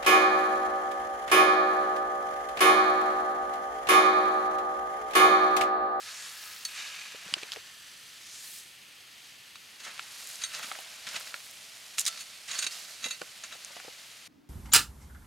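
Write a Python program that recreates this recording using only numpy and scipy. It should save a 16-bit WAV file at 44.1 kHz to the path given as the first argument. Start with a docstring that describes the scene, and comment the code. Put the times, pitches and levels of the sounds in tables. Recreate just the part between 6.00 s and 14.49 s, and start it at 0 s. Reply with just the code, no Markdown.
"""Knife through a salt crust

Outdoors, microphones close to an iron tray lying in grass; a big knife works just right of centre.
The blade rasps over loose salt, bites into the baked crust and rings briefly. Plates of crust snap,
crumbs patter and lumps knock on the tray, with a short wash of echoes off the ground.
A steady fine hiss lies behind it all, then everything stops dead and leaves a faint low rumble."""
import sys
import numpy as np
from scipy import signal
from scipy.fft import rfft, irfft, next_fast_len
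from scipy.io import wavfile
from scipy.ndimage import uniform_filter1d, map_coordinates

SR = 44100
rng = np.random.default_rng(int(sys.argv[2]) if len(sys.argv) > 2 else 0)


def output_pcm(signal):
    """Save a mono or channel-first signal as 16-bit PCM at the path in sys.argv[1].

    Samples are clipped to [-1, 1] before scaling.
    """
    pcm = np.clip(np.atleast_2d(signal).T, -1, 1) * 32767
    wavfile.write(sys.argv[1], SR, np.round(pcm).astype(np.int16))


N = 374398
TIME = np.arange(N) / SR
CUTOFF_HZ, HISS_ENDS_S = 15900, 8.277
HISS_DB, RUMBLE_DB = -53.5, -61

# strokes through loose salt: peak_s, swell_s, fade_s, level_db, fineness_db (added per finer grain size)
SALT_STROKES = [(0.10, 0.1, 0.66, -52.5, -4.5), (0.77, 0.017, 0.29, -49, -3), (1.39, 0.4, 0.26, -55.5, -8),
                (2.46, 0.49, .1, -55, 3), (2.57, 0.12, 0.082, -54.5, 10), (3.27, 0.13, 0.079, -60, 1),
                (3.92, 0.14, 0.46, -60, -10.5), (4.32, 0.26, 0.11, -50, 4.5), (4.58, 0.046, 0.43, -53, -6),
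                (4.69, 0.23, 0.16, -58.5, 11.5), (5.13, 0.057, 0.17, -47, -2.5),
                (5.25, 0.26, 0.7, -65, 11.5), (6.14, 0.16, 0.12, -51.5, -0.5),
                (6.55, 0.018, 0.13, -45.5, -1), (6.72, 0.023, 0.27, -48, 2), (7.80, 0.72, 0.42, -57.5, -3)]
# bands of crumbs, grit and powder: low_hz, high_hz
GRAIN_BANDS = [(1000, 3400), (3400, 7800), (7800, 16000)]
# each grain size's share of a stroke: crumbs_db, grit_db, powder_db
STROKE_SHARES = (-0.9, 2.5, -2.5)
# bright hiss of salt that lasts between the strokes: time_s, level_db
SALT_HISS = [(0, -49.5), (2.55, -60), (2.75, -62), (3.75, -59.5), (4.1, -54), (6.3, -53.5), (8.24, -55)]
# each grain size's share of that hiss: crumbs_db, grit_db, powder_db
SALT_HISS_SHARES = (-5, -0.77, -3)
# colour of the rasp: frequency_hz, gain_db
RASP_SPECTRUM = [(300, 7), (600, 6.5), (950, 0), (1250, 0.5), (1700, 2.5), (2000, 2.5), (2600, 2.5),
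                 (3400, 2.5), (4500, 4), (7000, -0.5), (10000, -6), (13000, -12), (16000, -23)]
# sweeps of the blade through fine salt: start_s, end_s, first_hz, last_hz, level_db
BLADE_SWEEPS = [(0.03, 0.36, 4500, 9000, -48.5), (0.25, 0.68, 10000, 14500, -53),
                (0.62, 0.84, 14000, 5000, -55), (2.16, 2.58, 4200, 9500, -51.5),
                (2.38, 2.62, 10500, 14500, -54)]
# resonances of the blade deep in the salt: pitch_hz, first_line_db, second_line_db, t60_s
BURIED_MODES = [(1266, -24, -23, 0.027), (1687, -20.5, -20, 0.041), (2450, -37, -12, 0.0066),
                (2860, -42, -19, .018), (3670, -38, -19, .025), (4460, -31, -29, 0.02),
                (5330, -27, -38, .012), (6200, -35, -23, .012), (7250, -32, -21, .02),
                (7900, -27, -36, 0.022)]
# bites into the crust: peak_s, swell_s, fade_s, grit_db, tilt_db_per_octave, ring_db
CRUST_BITES = [ (0.653, 0.002, 0.0064, -34, 4, -49), (0.764, .003, 0.025, -52, -1, -51),
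               (1.385, 0.0072, .006, -44, -4, -60), (1.522, .0015, 0.015, -43, -4, -66),
               (3.557, 0.002, 0.0045, -45, -3, -52), (3.804, 0.0045, 0.0088, -47, 0, -50),
               (3.853, 0.016, 0.0091, -41.5, 2, -55), (3.875, 0.023, 0.027, -42, -5, -52),
               (4.428, 0.032, 0.064, -44.5, 0.5, -53), (4.438, 0.00048, 0.012, -46, 3, -48),
               (4.551, 0.029, 0.036, -39.5, -1.5, -45), (4.596, 0.0074, 0.01, -43, -8, -58),
               (4.629, 0.0006, 0.02, -35.5, -1.5, -57), (5.072, .005, 0.012, -35.5, -2, -45),
               (5.089, .005, .006, -38, 0.5, -52), (5.147, 0.0073, 0.005, -41, -5, -42),
               (5.163, 0.0056, 0.0082, -32, -2, -47), (5.984, 0.0025, 0.0036, -29, 0.5, -35),
               (5.990, 0.0047, 0.016, -28.5, 7, -37), (6.064, 0.00038, 0.0054, -25, 7, -49),
               (6.080, 0.012, 0.0077, -26, 5, -44), (6.174, .0004, .005, -37, 1.5, -48),
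               (6.209, 0.014, 0.01, -46, 2.5, -41), (6.480, 0.0028, 0.068, -41.5, 0.5, -55),
               (6.519, 0.021, 0.043, -38.5, 0.5, -44), (6.553, .004, .008, -41, -3.5, -44),
               (6.591, 0.0084, 0.0079, -36, 3, -37), (6.628, 0.0075, 0.011, -32.5, 1.5, -35),
               (6.644, 0.0046, 0.011, -36.5, -1, -38), (6.669, 0.0019, 0.0046, -29.5, 2, -45),
               (7.043, 0.00084, 0.0086, -49, -2, -42), (7.061, 0.021, 0.007, -39.5, -2, -34),
               (7.085, 0.001, 0.0041, -45, -0.5, -34), (7.108, 0.0037, 0.021, -50, -1.5, -35),
               (7.437, 0.0008, 0.013, -37, -2, -54), (7.526, 0.011, 0.016, -46, -3.5, -46.5)]
# colour of crushing crust: frequency_hz, gain_db
CRUSH_SPECTRUM = [(40, -58), (130, -17), (300, -25.5), (700, -18.5), (1300, 5), (3000, 6), (6500, 2),
                  (9500, -4), (12500, -20), (16000, -27)]
# modes of the blade: pitch_hz, from_belly_db, from_tip_db, t60_s
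BLADE_MODES = [(1340, -21, -29, .12), (1530, -21, -35, .05), (1852, -18, -32, .05), (2036, -17, -35, .12),
               (2410, -16, -33, .04), (2647, -10.5, -28, .05), (2762, -18, -35, .25), (3142, -24, -34, .1),
               (3406, -14, -30, .045), (3560, -24, -30, .3), (3886, -6.5, -19, .045),
               (4427, -8.8, -6.5, .1), (4900, -22, -30, .03), (5168, -20, -34, .1), (6225, -11, -18, .05),
               (6300, -9.5, -7.5, .052), (6886, -7, -30, .045), (7290, -23, -32, .1), (8137, -19, -30, .12),
               (8258, -24, -19, .25), (8648, -16, -18, .15), (9090, -24, -32, .08), (9550, -21, -30, .04),
               (10320, -21, -17, .07), (10750, -25, -30, .04)]
# steel striking hard crust or iron: time_s, level_db, place_along_blade_m
BLADE_CLINKS = [(4.417, -9, .08), (4.437, 0.5, .1285), (4.446, -8, .08), (6.0655, -5, 0.126),
                (6.083, -18, 0.032), (6.513, -9, 0.12), (6.552, -10, .0545), (6.589, 2.5, 0.04),
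                (6.626, -12, .137), (6.641, -8, 0.059), (6.665, 0.5, 0.19), (7.041, -1, 0.023),
                (7.109, -4.5, 0.37), (7.437, -10.5, 0.038)]
# modes of the blade clear of the crust: pitch_hz, level_db, t60_s
FREE_MODES = [(1335, -43, .17), (3548, -53, 1.5), (4432, -49, 1.2), (6305, -47, .17)]
# the blade springs free: time_s, level_db
BLADE_LIFTS = [(6.087, 0), (7.525, -10)]
# plates of crust snap: time_s, peak_db, pitch_hz, t60_s
CRUST_SNAPS = [(1.3392, -8.5, 2960, 0.0087), (1.3393, -33, 5030, .008), (1.4288, -27, 2700, .003),
               (1.4328, -23.5, 2500, .007), (1.5195, -21, 3170, .009), (1.5200, -27, 4570, .008),
               (1.5283, -26, 3900, 0.008), (1.5345, -23.5, 3400, 0.007), (1.5392, -28, 4170, .003),
               (1.5618, -25.5, 1880, 0.0032), (3.994, -22.5, 1380, 0.014), (3.9950, -26, 2280, .009),
               (3.9945, -30, 2900, .007), (4.2725, -23, 7500, .0015), (4.3135, -27, 7000, .0015),
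               (4.3575, -24.5, 7000, .0015), (4.5490, -20.5, 4440, .003), (4.7153, -21.5, 1300, 0.014),
               (4.7540, -26, 1980, 0.0028), (4.7880, -30, 2900, .006), (5.0895, -26, 5650, 0.0028),
               (5.1634, -20, 2500, 0.005), (5.2110, -24, 4570, 0.0014), (5.342, -23.5, 1410, 0.02),
               (5.3422, -22.5, 2600, 0.0086), (5.9828, -17, 6500, .0033), (5.9954, -7.5, 7100, 0.0019),
               (6.0073, -15, 7250, .004), (6.0115, -14, 6800, .002), (6.0147, -13, 6560, .0015),
               (6.0535, -15, 6000, 0.0028), (6.064, -16, 3920, 0.0042), (6.079, -15.5, 6630, 0.0018),
               (7.2160, -26, 2700, 0.006), (7.2170, -29, 6200, .008), (7.2177, -27, 1460, 0.02),
               (7.6480, -21.5, 6440, .004), (7.8003, -31.5, 1500, 0.0062)]
# partials of a piece of crust: pitch_ratio, level_db
CRUST_PARTIALS = [(.56, -34.5), (1, 7), (1.179, 0.5), (1.62, 3.5), (2.25, -32), (3.2, -2)]
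# lumps land on the tray: time_s, peak_db, pitch_hz
LUMP_KNOCKS = [(1.146, -40, 426), (1.261, -45, 179), (1.287, -47, 440), (1.326, -39, 170),
               (1.366, -41.5, 350), (1.431, -37.5, 444), (1.560, -41, 537), (1.568, -38.5, 447),
               (3.866, -44, 710), (3.880, -48, 560), (4.642, -53, 210), (4.676, -54, 220),
               (4.715, -33.5, 740), (4.755, -44, 600), (4.788, -38, 775), (5.164, -49, 170),
               (5.343, -43.5, 587), (6.587, -48, 328), (6.667, -46, 350), (7.056, -42, 205),
               (7.065, -38, 500), (7.215, -31.5, 485), (7.22, -43, 200), (7.524, -57, 646),
               (7.552, -45, 520), (7.705, -45, 574), (7.766, -34.5, 710), (7.801, -44, 754),
               (7.848, -40, 518), (7.881, -35, 500)]
# modes of the tray, damped by the grass: pitch_hz, level_db, t60_s
TRAY_MODES = [(170, -38, 0.074), (230, -31, 0.1), (507, -34.5, 0.025), (638, -27.5, 0.024)]
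# loosened crumbs patter down: start_s, length_s, level_db
CRUMB_SHOWERS = [(4.53, 0.39, -54.5), (5.08, 0.3, -51), (7.44, 0.34, -61)]
# the finest crystals burst under the sliding blade: start_s, length_s, level_db
CRYSTAL_SPARKLES = [(4.08, .34, -58), (4.5, .35, -58.5), (5.05, .55, -58.5), (6.70, 0.21, -63)]
# resonances of the gap under the sliding blade: pitch_hz, level_db, t60_s
GAP_MODES = [(1770, -22.5, 0.022), (3040, -41, 0.013), (4260, -30, 0.0015), (12050, -32, 0.0052)]
# echo off the flat of the blade, drawing closer: time_s, delay_s, echo_gain (negative when inverted)
BLADE_ECHO = [(0, .00071, .15), (1.35, .00066, .15), (1.6, .000655, .6), (2.08, .000655, .55),
              (2.2, .00065, 0), (2.55, .000545, 0), (2.7, .000545, -.38), (3.1, .000535, -.4),
              (3.3, .00056, -.2), (3.5, .000546, -.38), (3.9, .00053, -.2), (4.1, .00042, .07)]
# the knife's place before the microphones: time_s, pan_db (added on the right, taken off the left)
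KNIFE_POSITION = [(0, .1), (5.0, .4), (6.0, .6), (6.6, 1.25), (7.2, 1.2), (7.6, 0)]
# ground echoes arriving from the sides: frequency_hz, gain_db
GROUND_ECHO_SPECTRUM = [(60, -14), (140, -10.5), (280, -10.5), (550, -7), (1100, -7.5), (2200, -12),
                        (7000, -13), (13000, -11)]
# colour of the background hiss: frequency_hz, gain_db
HISS_SPECTRUM = [(18, -65), (30, -41), (51, -21), (93, -11.5), (233, -10.5), (300, -12.5), (780, -13),
                 (1040, -14), (1350, -9), (1590, -13), (1960, -6), (3060, -3.5), (6720, -16.5),
                 (12300, -18.5), (16000, -28.5)]
# colour of the closing rumble: frequency_hz, gain_db
RUMBLE_SPECTRUM = [(30, -29.5), (60, -18.5), (150, -9.5), (280, 1.5), (400, -14.5), (800, -19), (2500, -25),
                   (5500, -29.5), (8000, -36.5), (16000, -38)]
# likeness of the background at the two microphones: frequency_hz, correlation (-1 to 1)
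STEREO_LIKENESS = [(40, .97), (120, 0.84), (400, 0.07), (1000, 0.1), (2500, 0.87), (8000, 0.84),
                   (14000, 0.74)]


def scrape(judder_db, judder_hz):
    """Three sizes of grain rasp under each stroke of the blade, which judders as it catches and slips."""
    slips = np.interp(TIME * judder_hz, np.arange(2000), rng.standard_normal(2000))
    t = TIME[::64]
    hiss_db = np.interp(t, *np.transpose(SALT_HISS))
    out = np.zeros(N)
    sizes = zip(GRAIN_BANDS, (-1, 0, 1), STROKE_SHARES, SALT_HISS_SHARES)
    for band, size_step, share_db, hiss_share_db in sizes:
        power = from_db(hiss_db + hiss_share_db) ** 2
        for peak_s, swell_s, fade_s, level_db, fineness_db in SALT_STROKES:
            gain = from_db(level_db + share_db + size_step * fineness_db)
            power += (gain * swell_and_fade(t - peak_s, swell_s, fade_s)) ** 2
        rasp = coloured(grains(N, per_s=9000, spread_db=3.5), RASP_SPECTRUM)
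        out += rms_one(band_limited(rasp, *band)) * np.interp(TIME, t, np.sqrt(power))
    return out * from_db(judder_db * slips)


def swishes(width_octaves):
    """A broad resonance glides as the contact runs along the blade."""
    hz, frame_s, frames = signal.stft(grains(N, per_s=9000, spread_db=3), SR, nperseg=256)
    gain = np.zeros(frames.shape)
    for start_s, end_s, first_hz, last_hz, level_db in BLADE_SWEEPS:
        along = np.clip((frame_s - start_s) / (end_s - start_s), 0, 1)
        centre_hz = first_hz + (last_hz - first_hz) * along
        hump = np.exp(-.5 * (np.log2((hz[:, None] + 1) / centre_hz) / width_octaves) ** 2)
        gain += from_db(level_db) * np.sin(np.pi * along) * hump / np.sqrt(np.mean(hump ** 2, axis=0))
    return signal.istft(frames * gain, SR, nperseg=256)[1][:N]


def buried_blade(rasp, new_line_s, drawn_out_s, release_s):
    """Deep in the salt, the damped blade adds broad resonances, weighted anew on each line it takes."""
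    depth = np.clip((drawn_out_s - TIME) / release_s, 0, 1)
    return sum(ring(rasp * depth * from_db(np.where(TIME < new_line_s, first_db, second_db)), hz, t60)
               for hz, first_db, second_db, t60 in BURIED_MODES)


def cracking_crystals(rasp, relative_db):
    """Now and then a larger crystal cracks, the louder the harder the blade scrapes."""
    effort = np.sqrt(np.abs(uniform_filter1d(rasp ** 2, size=SR // 30)))
    ticks = rms_one(coloured(grains(N, per_s=41, spread_db=3.5), CRUSH_SPECTRUM))
    return from_db(relative_db) * effort * ticks


def bites(tip_share_db, tip_strike_s, tip_strike_db):
    """Each bite is an avalanche of grains: gives its crunch and its force on the blade's belly and tip."""
    crunch, belly, tip = np.zeros((3, N))
    t = np.arange(-SR // 8, SR // 4) / SR
    for peak_s, swell_s, fade_s, grit_db, tilt_db, ring_db in CRUST_BITES:
        envelope = swell_and_fade(t, swell_s, fade_s)
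        tilt = [(hz, tilt_db * np.log2(hz / 4000)) for hz in (1000, 12000)]
        force = coloured(grains(len(t), per_s=7000, spread_db=4.0), tilt)
        grit = rms_one(coloured(force, CRUSH_SPECTRUM))
        add(crunch, peak_s + t[0], from_db(grit_db) * envelope * grit)
        add(belly, peak_s + t[0], from_db(ring_db) * envelope * force)
        whole_blow = np.sqrt(np.sum(envelope ** 2))   # the tip takes it all at once
        add(tip, peak_s, [from_db(ring_db + tip_share_db) * whole_blow])
    add(tip, tip_strike_s, [from_db(tip_strike_db)])   # one direct hit on the very tip
    return band_limited(crunch, low_hz=91, high_hz=CUTOFF_HZ), belly, tip


def blade_ring(belly, tip):
    """The steel rings briefly, damped by the salt; the point of contact picks the modes."""
    return sum(ring(from_db(belly_db) * belly + from_db(tip_db) * tip, hz, t60)
               for hz, belly_db, tip_db, t60 in BLADE_MODES)


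def clinks(attack_s, node_power_share):
    """A sharp contact rings the modes that bend where it lands and mostly spares those with a node there."""
    out, t = np.zeros(N), np.arange(SR // 3) / SR
    blow = 1. * (t == 0)
    onset = 1 - np.exp(-t / attack_s)
    for hz, belly_db, _, t60 in BLADE_MODES:
        wavelength_m = .07 * np.sqrt(4000 / hz)   # bending waves: 7 cm at 4 kHz
        mode = from_db(belly_db) * onset * ring(blow, hz, t60)
        for time_s, level_db, place_m in BLADE_CLINKS:
            bend = np.sqrt(node_power_share + np.sin(2 * np.pi * place_m / wavelength_m) ** 2)
            add(out, time_s, from_db(level_db) * bend * mode)
    return out


def free_ring():
    """Lifted clear of the salt, the undamped steel sings on faintly."""
    out, t = np.zeros(N), np.arange(SR) / SR
    song = sum(from_db(db - 60 * t / t60) * np.sin(2 * np.pi * hz * t) for hz, db, t60 in FREE_MODES)
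    for time_s, level_db in BLADE_LIFTS:
        add(out, time_s, from_db(level_db) * song)
    return out


def crust_pieces(strikes, scatter, crumble_db):
    """A struck piece of crust rings for a few cycles, overtones dying first, and sheds crumbs."""
    out, t = np.zeros(N), np.arange(SR // 10) / SR
    for time_s, peak_db, pitch_hz, t60 in strikes:
        sound = np.zeros(len(t))
        for ratio, level_db in CRUST_PARTIALS:
            hz = pitch_hz * ratio ** (1 + scatter * rng.standard_normal())
            decay = from_db(level_db - 60 * t / t60 * np.sqrt(ratio))
            sound += (hz < CUTOFF_HZ) * rng.choice([-1, 1]) * decay * np.sin(2 * np.pi * hz * t)
        crumbs = band_limited(rng.standard_normal(len(t)), pitch_hz / 2, 2 * pitch_hz)
        sound += rms_one(crumbs) * from_db(crumble_db - 40 * t / t60)
        add(out, time_s, from_db(peak_db) * sound / np.abs(sound).max())
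    return out


def lump_knocks(t60):
    """Lumps of crust drop on the tray, each with a dull knock."""
    strikes = [(time_s, peak_db, pitch_hz, t60) for time_s, peak_db, pitch_hz in LUMP_KNOCKS]
    return band_limited(crust_pieces(strikes, scatter=0.1, crumble_db=-4), low_hz=109, high_hz=2500)


def tray(belly, crunch, rasp, reaches_iron_s):
    """Crushing shakes the tray underneath; so does scraping, once the blade is down on the iron."""
    push = belly + from_db(16.0) * crunch + from_db(8.5) * rasp * (TIME > reaches_iron_s)
    return sum(from_db(level_db) * ring(push, hz, t60) for hz, level_db, t60 in TRAY_MODES)


def debris(relative_db, fade_s):
    """Each lump crumbles a little as it lands."""
    out, t = np.zeros(N), np.arange(SR // 10) / SR
    for time_s, peak_db, pitch_hz in LUMP_KNOCKS:
        bits = rms_one(band_limited(grains(len(t), per_s=770, spread_db=3.5), pitch_hz, 4600))
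        add(out, time_s, from_db(peak_db + relative_db) * bits * np.exp(-t / fade_s))
    return out


def showers(per_s):
    """Separate crumbs land, each ticking for a few cycles at one of nine pitches."""
    pitches_hz = np.geomspace(1400, 4800, 9)
    patter = np.zeros(N)
    for hz in pitches_hz:
        landings = grains(N, per_s / len(pitches_hz), spread_db=2.0)
        patter += rms_one(ring(landings, hz, t60=6 / hz))
    return arches(CRUMB_SHOWERS) * rms_one(patter)


def sparkle(per_s):
    """Tiny crystals burst one by one, each a dry tick in the top of the treble."""
    ticks = band_limited(grains(N, per_s, spread_db=5), low_hz=7500, high_hz=14400)
    return arches(CRYSTAL_SPARKLES) * rms_one(ticks)


def hollow_gap(hiss, start_s, end_s, ramp_s):
    """The gap between the sliding blade and the crust gives the hiss a hollow voice."""
    sliding = np.clip(np.minimum(TIME - start_s, end_s - TIME) / ramp_s + .5, 0, 1)
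    return hiss + sum(from_db(db) * ring(hiss * sliding, hz, t60) for hz, db, t60 in GAP_MODES)


def blade_reflection(hiss):
    """A very short treble echo off the narrow steel colours the hiss, shifting as the knife moves."""
    time_s, delay_s, echo_gain = np.transpose(BLADE_ECHO)
    delayed_index = np.arange(N) - SR * np.interp(TIME, time_s, delay_s)
    treble = coloured(hiss, [(2500, -15), (4500, -11), (7000, -3)])
    echo = np.array([map_coordinates(channel, [delayed_index], order=3) for channel in treble])
    return hiss + np.interp(TIME, time_s, echo_gain) * echo


def ground_echoes(x, t60):
    """The ground scatters a short wash of echoes, which reaches the microphones from the sides."""
    t = np.arange(SR // 16) / SR
    echoes = rng.standard_normal(len(t)) * from_db(-60 * t / t60) * (t > .001)
    echoes /= np.sqrt(np.sum(echoes ** 2))
    side = coloured(signal.fftconvolve(x, echoes)[:N], GROUND_ECHO_SPECTRUM)
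    return x + side * np.array([[1], [-1]])


def background(spectrum):
    """A wide bed of finely grained noise across both microphones; rms 1."""
    size = next_fast_len(N)
    alike = np.clip(at_bins(STEREO_LIKENESS, size), -1, 1)
    mid = rfft(grains(size, per_s=16000, spread_db=3.0))
    side = rfft(rng.standard_normal(size))
    pair = np.sqrt(1 + alike) * mid + np.sqrt(1 - alike) * side * [[1], [-1]]
    return rms_one(irfft(pair * from_db(at_bins(spectrum, size)), size)[:, :N])


def grains(size, per_s, spread_db):
    """Clicks at random moments, as of breaking crystals: most small, a few large; rms 1."""
    breaks = rng.random(size) < per_s / SR
    strength = from_db(spread_db * np.minimum(rng.exponential(1, size), 4))
    return rms_one(breaks * strength * rng.choice([-1, 1], size))


def ring(drive, hz, t60):
    """One mode, dying by 60 dB in t60 seconds; white noise keeps its power through it."""
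    radius, angle = from_db(-60 / (t60 * SR)), 2 * np.pi * hz / SR
    feedback = [1, -2 * radius * np.cos(angle), radius * radius]
    return signal.lfilter(np.sqrt(1 - radius) * np.array([1, 0, -1]), feedback, drive + 1e-18)


def swell_and_fade(t, swell_s, fade_s):
    """Envelope of a push of the knife, 1 at t = 0."""
    return np.exp(-np.minimum(np.abs(t) / np.where(t < 0, swell_s, fade_s), 20))


def arches(spells):
    """A level that rises and falls in an arch over each spell."""
    return sum(from_db(level_db) * np.sqrt(np.clip(1 - (2 * (TIME - start_s) / length_s - 1) ** 2, 0, 1))
               for start_s, length_s, level_db in spells)


def band_limited(x, low_hz, high_hz):
    """Keep one band, its top no higher than the cutoff."""
    band_hz = [low_hz, min(high_hz, CUTOFF_HZ)]
    return signal.sosfilt(signal.butter(2, band_hz, "band", fs=SR, output="sos"), x)


def coloured(x, spectrum):
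    """Equalise along a curve of frequency_hz, gain_db."""
    size = next_fast_len(x.shape[-1])
    return irfft(rfft(x, size) * from_db(at_bins(spectrum, size)), size)[..., :x.shape[-1]]


def at_bins(curve, size):
    """A curve of frequency_hz, value read at every bin of a transform."""
    hz, value = np.transpose(curve)
    return np.interp(np.log(np.fft.rfftfreq(size, 1 / SR) + 1), np.log(hz), value)


def add(track, start_s, sound):
    """Mix a short sound into a track."""
    at = max(0, int(start_s * SR))
    track[at:at + len(sound)] += sound[:N - at]


def from_db(db):
    """Decibels to gain."""
    return 10 ** (np.asarray(db) / 20)


def rms_one(x):
    """Scale to rms 1."""
    return x / np.sqrt(np.mean(x ** 2) + 1e-20)


def scene():
    """Knife and crust close up and a little to the right, the background wide behind them."""
    rasp = scrape(judder_db=1.0, judder_hz=89.7) + swishes(width_octaves=0.38)
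    buried = buried_blade(rasp, new_line_s=0.68, drawn_out_s=1.33, release_s=0.31)
    rasp = rasp + buried + cracking_crystals(rasp, relative_db=-15)
    crunch, belly, tip = bites(tip_share_db=-29, tip_strike_s=0.651, tip_strike_db=-3.5)
    steel = blade_ring(from_db(1.0) * belly + from_db(-26) * rasp, from_db(1.5) * tip)
    steel += clinks(attack_s=0.00046, node_power_share=0.042) + free_ring()
    snaps = crust_pieces(CRUST_SNAPS, scatter=0.041, crumble_db=-9.0)
    thuds = lump_knocks(t60=0.039) + tray(belly, crunch, rasp, reaches_iron_s=4.2)
    salt = crunch + band_limited(snaps, low_hz=830, high_hz=11800)
    salt += debris(relative_db=-12, fade_s=0.012) + showers(per_s=70) + sparkle(per_s=190)
    pan = from_db(np.array([[-1], [1]]) * np.interp(TIME, *np.transpose(KNIFE_POSITION)))
    impacts = ground_echoes(salt, t60=0.03) + ground_echoes(steel, t60=0.031)
    impacts += ground_echoes(thuds, t60=0.1)
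    hiss = ground_echoes(rasp, t60=0.076) * pan + from_db(HISS_DB) * background(HISS_SPECTRUM)
    hiss = blade_reflection(hollow_gap(hiss, start_s=1.55, end_s=3.75, ramp_s=0.23))
    rumble = from_db(RUMBLE_DB) * background(RUMBLE_SPECTRUM)
    return np.where(TIME < HISS_ENDS_S, impacts * pan + hiss, rumble)


def record(dry):
    """A steep low-pass on both microphones cuts the very top."""
    return signal.sosfilt(signal.ellip(10, .2, 80, CUTOFF_HZ, fs=SR, output="sos"), dry)


dry = scene()
out = record(dry)
output_pcm(out)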